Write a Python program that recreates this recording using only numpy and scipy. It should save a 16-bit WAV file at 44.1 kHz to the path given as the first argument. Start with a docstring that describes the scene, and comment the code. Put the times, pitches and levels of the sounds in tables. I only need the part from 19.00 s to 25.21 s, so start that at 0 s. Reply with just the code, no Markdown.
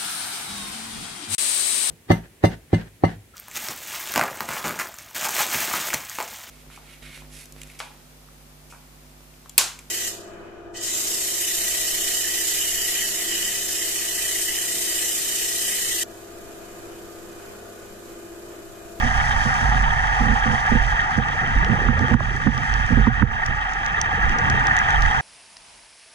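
"""On the seabed, close beside the pipe of an airlift dredge: two microphones in an underwater camera housing.
Popping bubbles gurgle and rush up the pipe through the housing resonances; noise and grit hiss as sand;
stones click as short bursts of noise. Outside, filtered noise and pops make water that surges, churns and burbles.
Gulps of air boom and slap on the housing's right side; the hardest make the limiter duck everything."""
import sys
import numpy as np
from scipy import signal
from scipy.fft import rfft, irfft, next_fast_len
from scipy.io import wavfile
from scipy.ndimage import uniform_filter1d, minimum_filter1d

SR = 44100
rng = np.random.default_rng(int(sys.argv[2]) if len(sys.argv) > 2 else 0)


def int16_out(signal):
    """Quantize to a 16-bit WAV file."""
    q = np.round(np.clip(np.atleast_2d(signal).T, -1, 1) * 32767)
    wavfile.write(sys.argv[1], SR, q.astype(np.int16))


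N = 273861
TIME = np.arange(N) / SR
FFT_SIZE = next_fast_len(N, True)
HZ = np.fft.rfftfreq(FFT_SIZE, 1 / SR)


def amp(db):
    """Decibels to gain."""
    return 10 ** (np.asarray(db) / 20)


def unit(x):
    """Scales a sound to rms 1."""
    return x / np.sqrt(np.mean(x ** 2) + 1e-20)


def unit_pair(pair):
    """Scales two channels so that their mean has rms 1."""
    return pair / np.std(pair.mean(0))


def curves(table):
    """The columns of a table after its times, interpolated sample by sample."""
    s, *columns = np.transpose(table)
    return [np.interp(TIME, s, column) for column in columns]


def colour(points):
    """Gain at every frequency from a short spectrum, straight in dB over log frequency."""
    hz, db = np.transpose(points)
    return amp(np.interp(np.log(HZ + 1), np.log(hz), db, left=-90, right=-90))


def filtered(x, gain):
    """Passes x through a frequency response."""
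    return irfft(rfft(x, FFT_SIZE) * gain, FFT_SIZE)[..., :N]


def resonance(hz, width):
    """The gain of a steep resonance, with a further fall-off above it."""
    peak = 1 / (1 + (2 * (HZ - hz) / width) ** 2)
    return peak / np.sqrt(1 + (HZ / (2 * hz)) ** 4)


def noise():
    """White noise."""
    return rng.standard_normal(N)


def waver(rate_hz):
    """Slow random wandering of rms 1, up to the given rate."""
    low_pass = 1 / (1 + (HZ / rate_hz) ** 4)
    no_drift = HZ / (HZ + 3)
    return unit(filtered(noise(), low_pass * no_drift))


def pops(per_s, spread_db):
    """A random train of impulses of rms 1: many small, a few large."""
    size = amp(spread_db * np.minimum(rng.exponential(1, N), 4))
    sign = rng.choice([-1, 1], N)
    return unit(size * sign * (rng.random(N) < per_s / SR))


def pan(balance_db):
    """Left and right gains of mean 1 for a level difference, left minus right."""
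    gains = amp(np.array([balance_db, -balance_db]) / 2).reshape(2, -1)
    return gains / gains.mean(0)


def pair(make, alike):
    """Two partly alike channels of a random sound."""
    alike, left = np.clip(alike, 0, 1), make()
    right = alike * left + np.sqrt(1 - alike ** 2) * make()
    return np.array([left, right])


def add(mix, s, sound):
    """Adds a sound to the mix at time s."""
    part = mix[..., max(round(s * SR), 0):][..., :sound.shape[-1]]
    part += sound[..., :part.shape[-1]]


def swells(rows, rise_db_per_s, fall_db_per_s):
    """Gain over time of events that rise, hold and die away; their powers add."""
    power = np.zeros(N)
    for s, db, length in rows:
        early = np.maximum(s - length / 2 - TIME, 0)
        late = np.maximum(TIME - s - length / 2, 0)
        below_db = rise_db_per_s * early + fall_db_per_s * late
        heard = below_db < 60
        power[heard] += amp(db - below_db[heard]) ** 2
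    return np.sqrt(power)


def bubbles(low_hz, high_hz, per_s, cycles, slope_db, rise=0.059):
    """A swarm of bubbles of 18 sizes; each rings for some cycles and rises a little in pitch."""
    t, swarm = np.arange(SR // 10) / SR, np.zeros(N)
    for hz in np.geomspace(low_hz, high_hz, num=18):
        age = hz * t / cycles
        ring = np.sin(2 * np.pi * hz * t * (1 + rise * age))
        bubble = unit(age * np.exp(-4 * age) * ring)
        level = amp(slope_db * np.log2(hz / low_hz))  # slope in dB per octave
        swarm += level * signal.oaconvolve(pops(per_s, spread_db=2.5), bubble)[:N]
    return unit(swarm)


# Resonances of the housing at its two microphones, levels relative within a band:
# f/Hz, width/Hz, left level/dB, right level/dB, phase by which left leads/rad
HOUSING_MODES = [(520, 320, -31.5, -44.5, 1.5), (785.3, 159, -6.5, -6, .5), (895, 70, -7, -3, 2),
                 (989, 190, -9, -9, 2.5), (1178, 88, -2, -2, -2), (1294, 284, -7.5, -18.5, -0.27),
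                 (1496, 189, -1, -6, 3), (1658, 272, -2.5, 1, 2.0), (1808, 182, -2.5, 2, 1.76),
                 (1896, 234, -4, -5.5, -0.4), (2180, 860, -16.5, -18, 1.61), (2549, 360, -19.5, -12.5, 4.5),
                 (2694, 230, -13, -13.5, 2.5), (3200, 257, -15.5, -15, 1.5), (3656, 340, -27, -23.5, 0.5),
                 (4530, 730, -36, -26.5, 1.12), (5210, 540, -53, -27, 0.5), (5760, 1230, -25, -33, 3.5),
                 (6330, 850, -30, -26, -0.9), (7820, 1000, -35.5, -37, 1.5), (9630, 1770, -42.5, -43, -0.4),
                 (11500, 2200, -54, -51, 1.5)]


def housing(drive, low_hz, high_hz):
    """Sound through the resonances in a range; each reaches the two microphones with its own strength and phase."""
    power, cross = np.zeros((2, len(HZ))), 0j
    for hz, width, left_db, right_db, lead in HOUSING_MODES:
        if low_hz < hz < high_hz:
            ports = amp([[left_db], [right_db]]) * resonance(hz, width)
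            power += ports ** 2
            cross = cross + ports[0] * ports[1] * np.exp(1j * lead)
    left_only = np.array([[1], [0]])  # the whole phase lead goes to the left
    return filtered(drive, np.sqrt(power) * np.exp(1j * np.angle(cross) * left_only))


# Flow in the pipe, levels before their random wavering:
# t/s, low gurgle level/dB, middle rush level/dB, sand hiss level/dB
PIPE_FLOW = [(0, -30.5, -26.5, -44.5), (.5, -29.5, -26.5, -43), (.9, -29.5, -27, -47.5),
             (1.6, -29.5, -26.5, -46.5), (2.3, -33, -27.5, -51), (3.05, -33, -27.5, -51.5),
             (3.35, -40, -31, -51), (3.75, -34.5, -27.5, -49), (4.2, -37, -28.5, -54.5),
             (4.3, -35.5, -30, -54.5), (4.8, -35, -28, -53.5), (5.7, -29.5, -23.5, -50),
             (6.21, -28.5, -25.5, -47)]
# the resonances that each part of the flow rings: lowest f/Hz, highest f/Hz
GURGLE_BAND, RUSH_BAND, FIZZ_BAND, SAND_BAND = (0, 1100), (1100, 3000), (3000, 4000), (4000, 16000)


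def airflow():
    """Bubbles pop and ring in uneven slugs; one swarm rings the low, middle and high bands, each at its own level."""
    gurgle_db, rush_db, sand_db = curves(PIPE_FLOW)
    slugs = waver(rate_hz=72)
    gurgle_level = amp(gurgle_db + 0.55 * slugs + 1.1 * waver(rate_hz=48))
    rush_level = amp(rush_db + 1.0 * slugs + 0.53 * waver(rate_hz=140))
    # sand tears the air into fizz, so the fizz follows both rush and sand
    fizz_level = amp((rush_db + sand_db) / 2 - 8.0 + 0.56 * slugs + 2.4 * waver(rate_hz=24))
    ringing = bubbles(720, 3800, per_s=22, cycles=24, slope_db=0)
    popping = pair(lambda: pops(per_s=8000, spread_db=2.0), alike=0.99)
    swarm = popping + amp(-13.0) * ringing
    gurgle, rush, fizz = (unit_pair(housing(swarm, *band)) for band in (GURGLE_BAND, RUSH_BAND, FIZZ_BAND))
    return gurgle_level * gurgle + rush_level * rush + fizz_level * fizz


def sand():
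    """Grains hiss along the pipe wall, with coarser grit among them; the more sand, the brighter the hiss."""
    _, _, sand_db = curves(PIPE_FLOW)
    grit = pair(lambda: pops(per_s=90, spread_db=3.5), alike=.8)
    grains = pair(noise, alike=0.68)
    hiss = unit_pair(housing(grains + amp(-6.5) * grit, *SAND_BAND))
    top = filtered(hiss, 1 / (1 + (9000 / (HZ + 1)) ** 8))  # the hiss above 9 kHz
    brightness = amp(0.38 * (sand_db - sand_db.mean()) - .5)
    level = amp(sand_db + 1.0 * waver(rate_hz=14.4))
    return level * (hiss + (brightness - 1) * top)


# Spectrum of the deep throb: f/Hz, relative level/dB
THROB_SPECTRUM = [(8, -24), (20, -10), (34, -18), (41, -20), (46, 0), (52, -10.5), (62, -20.5), (100, -28)]
# Surges of water against the housing: t/s at the crest, level/dB, length of the crest/s
WATER_SURGES = [(.06, -20.5, 0.033), (.2, -23, 0.027), (.35, -21.5, .03), (.78, -19.5, 0.21),
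                (1.05, -21.5, 0.033), (1.27, -22.5, 0.13), (1.46, -27, .04), (1.82, -20.5, 0.17),
                (2.57, -17.5, .04), (2.68, -29, 0.031), (2.88, -20, 0.028), (3.24, -25, 0.12),
                (3.77, -23, .1), (4.02, -18, 0.1), (4.22, -27.5, 0.17), (4.51, -25, 0.021),
                (5.27, -20, 0.042), (5.61, -27.5, 0.066), (6.02, -16, 0.036)]
SURGE_RISE_DB_PER_S, SURGE_FALL_DB_PER_S, STILL_WATER_DB = 186, 131, -34.5


def surge():
    """Water heaves against the housing in a deep, even throb that swells with every surge."""
    heave = filtered(pair(noise, alike=0.92), colour(THROB_SPECTRUM))
    heave /= np.sqrt(uniform_filter1d(heave.mean(0) ** 2, size=6000) + 1e-12)  # evens out the throb
    surges = swells(WATER_SURGES, SURGE_RISE_DB_PER_S, SURGE_FALL_DB_PER_S)
    strength = np.hypot(amp(STILL_WATER_DB), surges)
    return strength * pan(balance_db=-6.5) * heave


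# Spectrum of churning water: f/Hz, relative level/dB
EDDY_SPECTRUM = [(45, -30), (64, -7.5), (80, 5.5), (105, -2.5), (132, 2.5), (175, -11), (240, -10),
                 (330, -29), (480, -25), (700, -40)]


def eddies():
    """Lumpy, low churning of water from coloured pops, rms 1."""
    lumps = pair(lambda: pops(per_s=700, spread_db=2.6), alike=0.67)
    return unit_pair(filtered(lumps, colour(EDDY_SPECTRUM)))


# Water that churns close beside the housing: t/s, level/dB, left minus right level/dB
WATER_CHURN = [(0, -29, -11), (.5, -35, -8), (.76, -26, -10), (1.02, -35.5, -9), (2.0, -36, -8),
               (3.15, -30, -12), (4.25, -32, -13), (4.7, -44.5, -6), (5.38, -33, 1), (5.53, -22.5, -4),
               (5.65, -34, 0), (6.21, -30, -9)]
# the churning that each gulp leaves behind: level for a 0 dB thud, rise, fall, and dB per dB of thud
WAKE_DB, WAKE_RISE_DB_PER_S, WAKE_FALL_DB_PER_S, WAKE_FOLLOWS = -19.5, 902, 168, 0.51


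def churn():
    """Water churns beside the housing, and harder on the right in the wake of each gulp."""
    level_db, balance_db = curves(WATER_CHURN)
    wakes = [(s + length / 2, WAKE_DB + WAKE_FOLLOWS * thud_db, length) for s, thud_db, length in AIR_GULPS]
    wake = swells(wakes, WAKE_RISE_DB_PER_S, WAKE_FALL_DB_PER_S) * pan(balance_db=-13.5)
    steady = amp(level_db) * pan(balance_db)
    return np.hypot(steady, wake) * eddies()


# Spells of burbling: t/s at the crest, level/dB of the blips, length of the crest/s
BURBLE_SPELLS = [(2.85, -31.5, 0.28), (5.45, -34.5, 0.17)]
SPELL_RISE_DB_PER_S, SPELL_FALL_DB_PER_S, QUIET_BURBLE_DB = 19.5, 26, -52.5


def burble(stir_db=2):
    """Spells of large, short-lived bubbles stir the water ahead; the housing rings along at its low wall resonance."""
    spells = swells(BURBLE_SPELLS, SPELL_RISE_DB_PER_S, SPELL_FALL_DB_PER_S)
    strength = np.hypot(amp(QUIET_BURBLE_DB), spells)
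    swarm = bubbles(123.3, 620, per_s=7, cycles=6.65, slope_db=-5.0, rise=.12)
    blips = unit(filtered(swarm, 1 + amp(0.5) * resonance(hz=465, width=76)))
    return strength * pan(balance_db=-0.5) * (blips + amp(stir_db) * eddies())


# Gulps of air: t/s, relative thud level/dB, length of the tumbling after it/s
AIR_GULPS = [(.032, -18, .04), (0.456, -18, 0.026), (0.612, -24.5, 0.022), (0.744, -28.5, 0.041),
             (1.207, -14.5, 0.13), (1.458, -16.5, 0.089), (1.716, -9.5, 0.0096), (1.751, -6.5, 0.0076),
             (2.178, -8.5, .012), (2.694, -12, 0.043), (2.888, -5, 0.0091), (3.008, -13, 0.036),
             (3.112, -12, 0.009), (3.142, 7, .005), (3.467, -1, 0.017), (3.581, -21, .03),
             (3.905, -11.5, .02), (3.922, -9.5, 0.015), (3.972, -6.5, 0.034), (4.072, -3, 0.014),
             (4.218, -9.5, .005), (4.228, 6.5, 0.007), (4.486, -24, 0.025)]
# Boom of the whole housing when it is bumped: f/Hz, width/Hz, relative level/dB
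HOUSING_BOOM = [(47.3, 19.5, -13.5), (119, 43, -7), (231, 62.6, -0.5), (286, 156, -8), (404, 120, -13),
                (485.4, 41, -15.5)]


def gulps(tumble_db=-7, tumbles_per_s=190, shove_s=0.00047, shove_growth=0.38):
    """Each gulp shoves the housing, the bigger the slower and duller, then breaks into bubbles that tumble along it."""
    shoves, t = np.zeros(N), np.arange(SR // 4) / SR
    for s, thud_db, length in AIR_GULPS:
        spread_s = shove_s * amp(shove_growth * thud_db)
        shove = signal.windows.gaussian(SR // 200, SR * spread_s)
        shove, start = amp(thud_db) * shove / shove.sum(), s - len(shove) / 2 / SR
        times = np.cumsum(rng.uniform(.3, 1.7, 60)) / tumbles_per_s
        signs = rng.choice([-1, 1], len(times))
        add(shoves, start, shove)
        for delay, sign in zip(times[times < length], signs):
            add(shoves, start + delay, sign * amp(tumble_db) * shove)
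    boom = np.zeros(len(t))
    for hz, width, db in HOUSING_BOOM:
        decay = np.pi * width * t
        swell = decay * np.exp(1 - decay)  # peaks at 1
        boom -= amp(db) * swell * np.sin(2 * np.pi * hz * t)
    right_side = pan(balance_db=-13)
    return amp(-3.5) * right_side * signal.oaconvolve(shoves, boom)[:N]


# Slaps on the housing wall: t/s, peak level/dB before panning, centre f/Hz
WALL_SLAPS = [(1.717, -20, 460), (2.885, -11.5, 1360), (3.111, -18, 760), (3.139, -9, 1030),
              (3.203, -12.5, 820), (3.469, -16, 1320), (3.923, -30, 910), (4.068, -16, 1200),
              (4.222, -8, 1300)]


def slaps(swell_s=0.0015):
    """The wall is slapped, mostly along with a bump: a few milliseconds of noise, an octave wide, on the right."""
    out, t = np.zeros((2, N)), np.arange(SR // 25) / SR
    for s, db, hz in WALL_SLAPS:
        octave = [hz / np.sqrt(2), hz * np.sqrt(2)]
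        band = signal.butter(4, octave, "band", fs=SR, output="sos")
        burst = signal.sosfilt(band, rng.standard_normal(len(t)) * t * np.exp(-t / swell_s))
        add(out, s, amp(db) * pan(balance_db=-16) * burst / abs(burst).max())
    return out


# Stones that click in the pipe:
# t/s, relative level/dB, left minus right level/dB, low body against crack level/dB
PIPE_STONES = [(2.647, -30, -2, 17.5), (2.9922, -31, 4, 1), (3.1417, -28, -10, 12), (3.5785, -28.5, 9, -1),
               (3.74, -29, 1, 9.5), (3.8646, -34, 3, 0), (4.4625, -23.5, 5.5, -1), (4.7359, -31.5, -2, 2),
               (4.8627, -29, -4.5, -1), (5.015, -17.5, -4, -1), (5.295, -31, -2, 5), (5.3868, -28, -1, 6),
               (5.5004, -22, 3, 1), (5.67, -24.5, 3, -2), (5.7671, -20.5, 3.5, 0), (5.7892, -22, 1, -1),
               (5.906, -29, 3, 14), (6.022, -21.5, 7, 1), (6.0611, -33.5, 0, 17)]
# Spectrum of a click: f/Hz, relative level/dB
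CLICK_SPECTRUM = [(1000, -17), (3000, -3.5), (4500, -9.5), (6100, 2), (7500, -10.5), (10000, -24),
                  (14000, -34), (16000, -51)]


def stones(ring_s=0.00052, tail_s=0.0063, tail_db=-24, body_hz=3700):
    """A stone hits the pipe: a sharp crack with a brief, faint tail; heavy stones also sound lower down."""
    t, cracks, bodies = np.arange(SR // 30) / SR, np.zeros((2, N)), np.zeros((2, N))
    decay = np.exp(-t / ring_s) + amp(tail_db) * np.exp(-t / tail_s)
    for s, db, balance_db, body_db in PIPE_STONES:
        crack = pan(balance_db) * rng.standard_normal((2, len(t))) * decay
        add(cracks, s, amp(db) * crack)
        add(bodies, s, amp(db + body_db) * crack)
    low, spectrum = 1 / (1 + (HZ / body_hz) ** 8), colour(CLICK_SPECTRUM)
    return amp(16.5) * (filtered(cracks, (1 - low) * spectrum) + filtered(bodies, low * spectrum))


def scene():
    """Everything that reaches the two microphones."""
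    return airflow() + sand() + surge() + churn() + burble() + gulps() + slaps() + stones()


CUTOFF_HZ = 15700


def record(dry, ceiling_db=-3.0, hold_s=0.023, recovery_s=0.043):
    """A limiter ducks at once under hard bumps, holds a moment and recovers; then the band limit."""
    peak_db = 20 * np.log10(abs(dry).max(0) + 1e-9)
    over_db = np.maximum(peak_db - ceiling_db, 1e-9)
    hold = max(round(hold_s * SR), 1)
    over_db = -minimum_filter1d(-over_db, hold, origin=(hold - 1) // 2)
    # the gain reduction, in dB, dies away exponentially
    recovery = TIME / recovery_s
    held_db = np.exp(np.maximum.accumulate(np.log(over_db) + recovery) - recovery)
    gain_db = uniform_filter1d(minimum_filter1d(-held_db, size=120), size=120)
    limited = dry * amp(gain_db)
    low_pass = signal.firwin(511, CUTOFF_HZ, window=("kaiser", 9), fs=SR)
    return signal.oaconvolve(limited, low_pass[None], "same")


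dry = scene()
out = record(dry)
int16_out(out)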